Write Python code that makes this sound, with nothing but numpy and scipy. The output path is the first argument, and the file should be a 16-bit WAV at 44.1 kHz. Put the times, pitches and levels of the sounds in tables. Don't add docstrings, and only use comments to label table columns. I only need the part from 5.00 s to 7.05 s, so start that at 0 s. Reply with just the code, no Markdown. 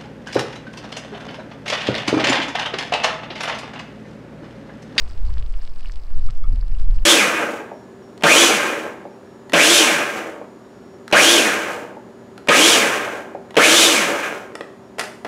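import sys
import numpy as np
from scipy import signal
from scipy.fft import rfft, irfft
from scipy.io import wavfile
from scipy.ndimage import uniform_filter1d

SR = 44100
rng = np.random.default_rng(int(sys.argv[2]) if len(sys.argv) > 2 else 0)


def to_wav(s):
    ch = np.atleast_2d(s).T
    pcm = np.round(np.clip(ch, -1, 1) * 32767)
    wavfile.write(sys.argv[1], SR, pcm.astype(np.int16))


N = 90493


def undb(db):
    return 10 ** (np.asarray(db) / 20)


def unit(x):
    return x / np.sqrt(np.mean(x ** 2) + 1e-20)


def curve(table):
    time_s, level_db = np.array(table, float).T
    return np.interp(np.arange(N) / SR, time_s, level_db)


def colour(x, points):
    hz, db = np.array(points, float).T
    corners = np.log2(hz)
    octave = np.log2(np.maximum(np.arange(N + 1) * SR / (2 * N), .5))
    octaves_outside = abs(octave - np.clip(octave, corners[0], corners[-1]))
    gain_db = np.interp(octave, corners, db) - 30 * octaves_outside
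    return irfft(rfft(x, 2 * N) * undb(gain_db))[:N]


def noise(points):
    return unit(colour(rng.standard_normal(N), points))


def eddies(points, size):
    x = noise(points)
    power = abs(signal.hilbert(x)) ** 2 / 2
    smooth_power = uniform_filter1d(uniform_filter1d(power, size), size)
    return x / np.sqrt(smooth_power)


def add(out, start_s, sound):
    i = int(np.clip(start_s * SR, 0, N - 1))
    out[i:i + len(sound)] += sound[:N - i]


def snap(hz, cycles):
    turns = np.arange(SR // 150) / SR * min(hz, SR / 3)
    age = 2 * turns / cycles
    envelope = (age * np.exp(1 - age)) ** 2
    return envelope * np.sin(2 * np.pi * (turns + rng.random()))


def rush():
    # pitch_hz, density_db (dB per Hz)
    rush_colour = [(120, -13), (200, -2.5), (300, -1.5), (500, -2.5), (750, -6), (1150, -7.5),
                   (1600, -13.5), (2700, -18.5), (3700, -24.5), (4900, -23), (6200, -25), (15500, -42)]
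    # time_s, level_db
    rush_level = [(0, -46.5), (.15, -51), (.4, -50.5), (.75, -54), (1.1, -53), (1.5, -53.5), (2.05, -54)]
    return noise(rush_colour) * undb(curve(rush_level))


def rumble():
    # pitch_hz, density_db (dB per Hz)
    heave_colour = [(2, -3), (5, -3.5), (10, -3), (15, -15), (22, -24.5), (40, -57)]
    deep_colour = [(18, -9), (24, 1.5), (28, -5), (33, -3.5), (40, -17.5), (60, -48)]
    bass_colour = [(32, -23), (46, -10), (57, 3.5), (68, -12), (80, -10), (110, -21), (150, -32.5)]
    flutter_colour = [(80, -25.5), (120, 3), (160, 0.5), (220, -9), (320, -24), (700, -48)]
    # time_s, level_db (deep and flutter are trimmed below)
    heave_level = [(0, -20.5), (.25, -15.5), (.7, -18.5), (1.05, -22), (1.2, -6), (1.45, -13.5),
                   (1.6, -21.5), (1.83, -9.5), (2.05, -13.5)]
    deep_level = [(0, -52), (.17, -38), (.255, -11), (.34, -31.5), (.56, -20.5), (.66, -32), (.79, -34),
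                  (.88, -23.5), (1.08, -33.5), (1.22, -23.5), (1.39, -34), (1.49, -9), (1.57, -16),
                  (1.68, -19.5), (1.76, -18.5), (1.84, -19.5), (1.905, -8), (1.98, -18.5), (2.05, -19)]
    bass_level = [(0, -32), (.2, -35.5), (.29, -26), (.4, -22.5), (.53, -43.5), (.8, -45), (.96, -37),
                  (1.07, -42.5), (1.18, -29), (1.3, -33.5), (1.37, -45), (1.52, -24), (1.6, -30.5),
                  (1.67, -37.5), (1.73, -29), (1.8, -33), (1.89, -28), (1.98, -31), (2.05, -38)]
    flutter_level = [(0, -51.5), (.17, -60), (.33, -43.5), (.41, -53), (.53, -58.5), (.75, -53), (.96, -53),
                     (1.06, -60.5), (1.16, -43), (1.24, -64), (1.3, -42.5), (1.37, -58), (1.55, -41),
                     (1.61, -48.5), (1.77, -52.5), (1.89, -42.5), (1.98, -56.5), (2.05, -35.5)]
    deep_trim_db, flutter_trim_db = -0.5, -2.5
    fade_s = .025

    heave = eddies(heave_colour, size=5000) * undb(curve(heave_level))
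    deep = eddies(deep_colour, size=1600) * undb(curve(deep_level) + deep_trim_db)
    bass = eddies(bass_colour, size=1400) * undb(curve(bass_level))
    flutter = eddies(flutter_colour, size=1200) * undb(curve(flutter_level) + flutter_trim_db)

    t = np.arange(N) / SR
    to_nearest_end_s = np.minimum(t, t[-1] - t)
    fade = np.sin(np.pi / 2 * np.minimum(to_nearest_end_s / fade_s, 1))
    return fade * (heave + deep + bass + flutter)


def puff():
    # pitch_hz, density_db (dB per Hz)
    puff_colour = [(110, -0.5), (170, -7), (250, 3.5), (310, -11.5), (450, -19)]
    centre_s, level_db, width_s = 1.538, -40.5, 0.017
    t = np.arange(N) / SR
    bump = np.exp(-((t - centre_s) / width_s) ** 2)
    return eddies(puff_colour, size=800) * undb(level_db) * bump


def crackle():
    # pitch_hz, rate_per_s, level_db (rms before the curve below),
    # pitch_spread_octaves, ring_cycles
    flake_sizes = [(1320, 140, -64, 0.51, 1.77), (2590, 300, -63, 0.27, 2), (4830, 220, -65, 0.091, 3.3),
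                   (7470, 220, -69.5, 0.33, 1.5)]
    # time_s, gain_db
    crackle_level = [(0, -7), (.09, 3), (.2, -5), (.27, 3.5), (.4, -2), (.56, 1.5), (.66, 4), (.73, -3),
                     (.83, 5), (.95, 2), (1.01, -2), (1.17, -1.5), (1.27, -1.5), (1.37, -2.5), (1.55, -3.5),
                     (1.7, -2.5), (1.81, 1.5), (1.87, -4.5), (1.95, 3.5), (2.05, -7)]
    strength_spread_db = 5.5
    out = np.zeros(N)
    for hz, rate, db, octaves, cycles in flake_sizes:
        layer = np.zeros(N)
        for _ in range(int(rate * N / SR)):
            start_s = rng.random() * N / SR
            pitch_chance, strength_chance = rng.standard_normal(2)
            flake = snap(hz * 2 ** (octaves * pitch_chance), cycles)
            add(layer, start_s, undb(strength_spread_db * min(strength_chance, 2)) * flake)
        out += undb(db) * unit(layer)
    return out * undb(curve(crackle_level))


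def clinks():
    # start_s, level_db, pitch_ratio, rebound_db (relative to the clink)
    clink_events = [(1.287, -36, 1.02, -20), (1.4402, -35.5, .99, -4.5)]
    # pitch_hz (before the ratio), level_db (within the clink), t60_s
    clink_modes = [(1232, 0.5, 0.029), (1308, -4.5, 0.055), (2210, -8.5, 0.031), (3390, -7, 0.018)]
    attack_s, rebound_delay_s = 0.0023, .0125
    out, t = np.zeros(N), np.arange(SR // 10) / SR
    attack = np.minimum(t / attack_s, 1)
    for start_s, db, ratio, rebound_db in clink_events:
        modes = []
        for hz, mode_db, t60_s in clink_modes:
            decay = np.exp(-np.log(1000) * t / t60_s)
            tone = np.sin(2 * np.pi * hz * ratio * t)
            modes.append(undb(mode_db) * attack * decay * tone)
        add(out, start_s, undb(db) * sum(modes))
        add(out, start_s + rebound_delay_s, undb(db + rebound_db) * sum(modes[:2]))
    return out


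def cracks():
    # start_s, level_db (of the wavelet's envelope peak), pitch_hz, ring_cycles
    crack_events = [(0.02, -34, 4340, 1.5), (0.0786, -31, 2600, 0.39), (0.0996, -36.5, 5000, 2.5),
                    (0.1108, -28.5, 3100, 0.44), (0.1325, -42, 4900, 2.5), (0.1774, -34, 3690, 0.85),
                    (0.2526, -34, 4000, 1.0), (0.291, -43, 990, 3.8), (0.3034, -31, 2100, 0.56),
                    (0.3397, -30.5, 3800, 0.91), (0.3714, -31, 1500, 1.05), (0.3823, -27.5, 3290, 1.12),
                    (0.3977, -31.5, 3170, 0.89), (0.4255, -30.5, 2800, 1.3), (0.4626, -35, 3290, 1.3),
                    (0.5005, -42, 4800, 1.0), (0.5397, -34.5, 2540, 2.2), (0.6224, -40, 4120, 1),
                    (0.652, -31, 3690, 0.81), (0.6763, -28, 3100, 0.79), (0.7613, -31.5, 2940, 0.44),
                    (0.7957, -31, 2840, 0.39), (0.8085, -31, 4610, 0.64), (0.8478, -33, 1530, 0.94),
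                    (0.8575, -30, 2730, 3.3), (0.885, -31, 2630, 0.5), (0.897, -29.5, 1820, 1.45),
                    (0.9206, -28.5, 5560, 1.8), (0.9386, -35, 3290, 0.7), (0.9585, -30.5, 3550, 0.82),
                    (0.971, -37.5, 2370, 1.2), (1.036, -38, 4570, 1.7), (1.1941, -36, 3480, 1.55),
                    (1.244, -37, 5230, 2.3), (1.264, -33, 4700, 1.6), (1.3017, -29.5, 2180, 0.56),
                    (1.307, -25, 3770, 0.51), (1.3756, -36.5, 6260, 1.7), (1.5279, -42, 4610, 2.8),
                    (1.5592, -29.5, 2630, 0.5), (1.5935, -38, 2920, 0.7), (1.611, -37.5, 4600, 4.2),
                    (1.6268, -35.5, 1400, 1.1), (1.6818, -31.5, 3230, 0.48), (1.7504, -44, 2730, 4),
                    (1.798, -30, 3100, 0.6), (1.8194, -38, 4700, 1.5), (1.91, -38, 2650, 1.4),
                    (1.9865, -38.5, 2750, 3.1), (2.025, -33.5, 1200, 0.48)]
    out = np.zeros(N)
    for start_s, db, hz, cycles in crack_events:
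        add(out, start_s, undb(db) * snap(hz, cycles))
    return out


def rocks(x):
    t60_s, level_db = 0.04, -10
    t = np.arange(SR // 2) / SR
    tail = rng.standard_normal(len(t)) * np.exp(-np.log(1000) * t / t60_s)
    tail /= np.linalg.norm(tail)
    return x + undb(level_db) * signal.fftconvolve(x, tail)[:N]


def scene():
    air = rush() + rumble() + puff()
    crust = crackle() + clinks() + cracks()
    return (air + rocks(crust))[None]


def record(dry):
    # pitch_hz, gain_db
    treble = [(5400, 0), (6100, -5), (8700, 3.5), (9200, -11), (15500, -14.5)]
    hiss_db, top_hz = -70, 15800
    hz, db = np.array(treble, float).T
    grid_hz = np.linspace(0, SR / 2, 257)
    taps = signal.firwin2(257, grid_hz, undb(np.interp(grid_hz, hz, db)), fs=SR)
    padded = np.pad(dry[0], len(taps) // 2, "reflect", reflect_type="odd")
    dull = signal.fftconvolve(padded, taps, "valid")
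    hiss = undb(hiss_db) * rng.standard_normal(N)
    top_cut = signal.ellip(8, .1, 60, top_hz, fs=SR, output="sos")
    return signal.sosfiltfilt(top_cut, dull + hiss)[None]


dry = scene()
out = record(dry)
to_wav(out)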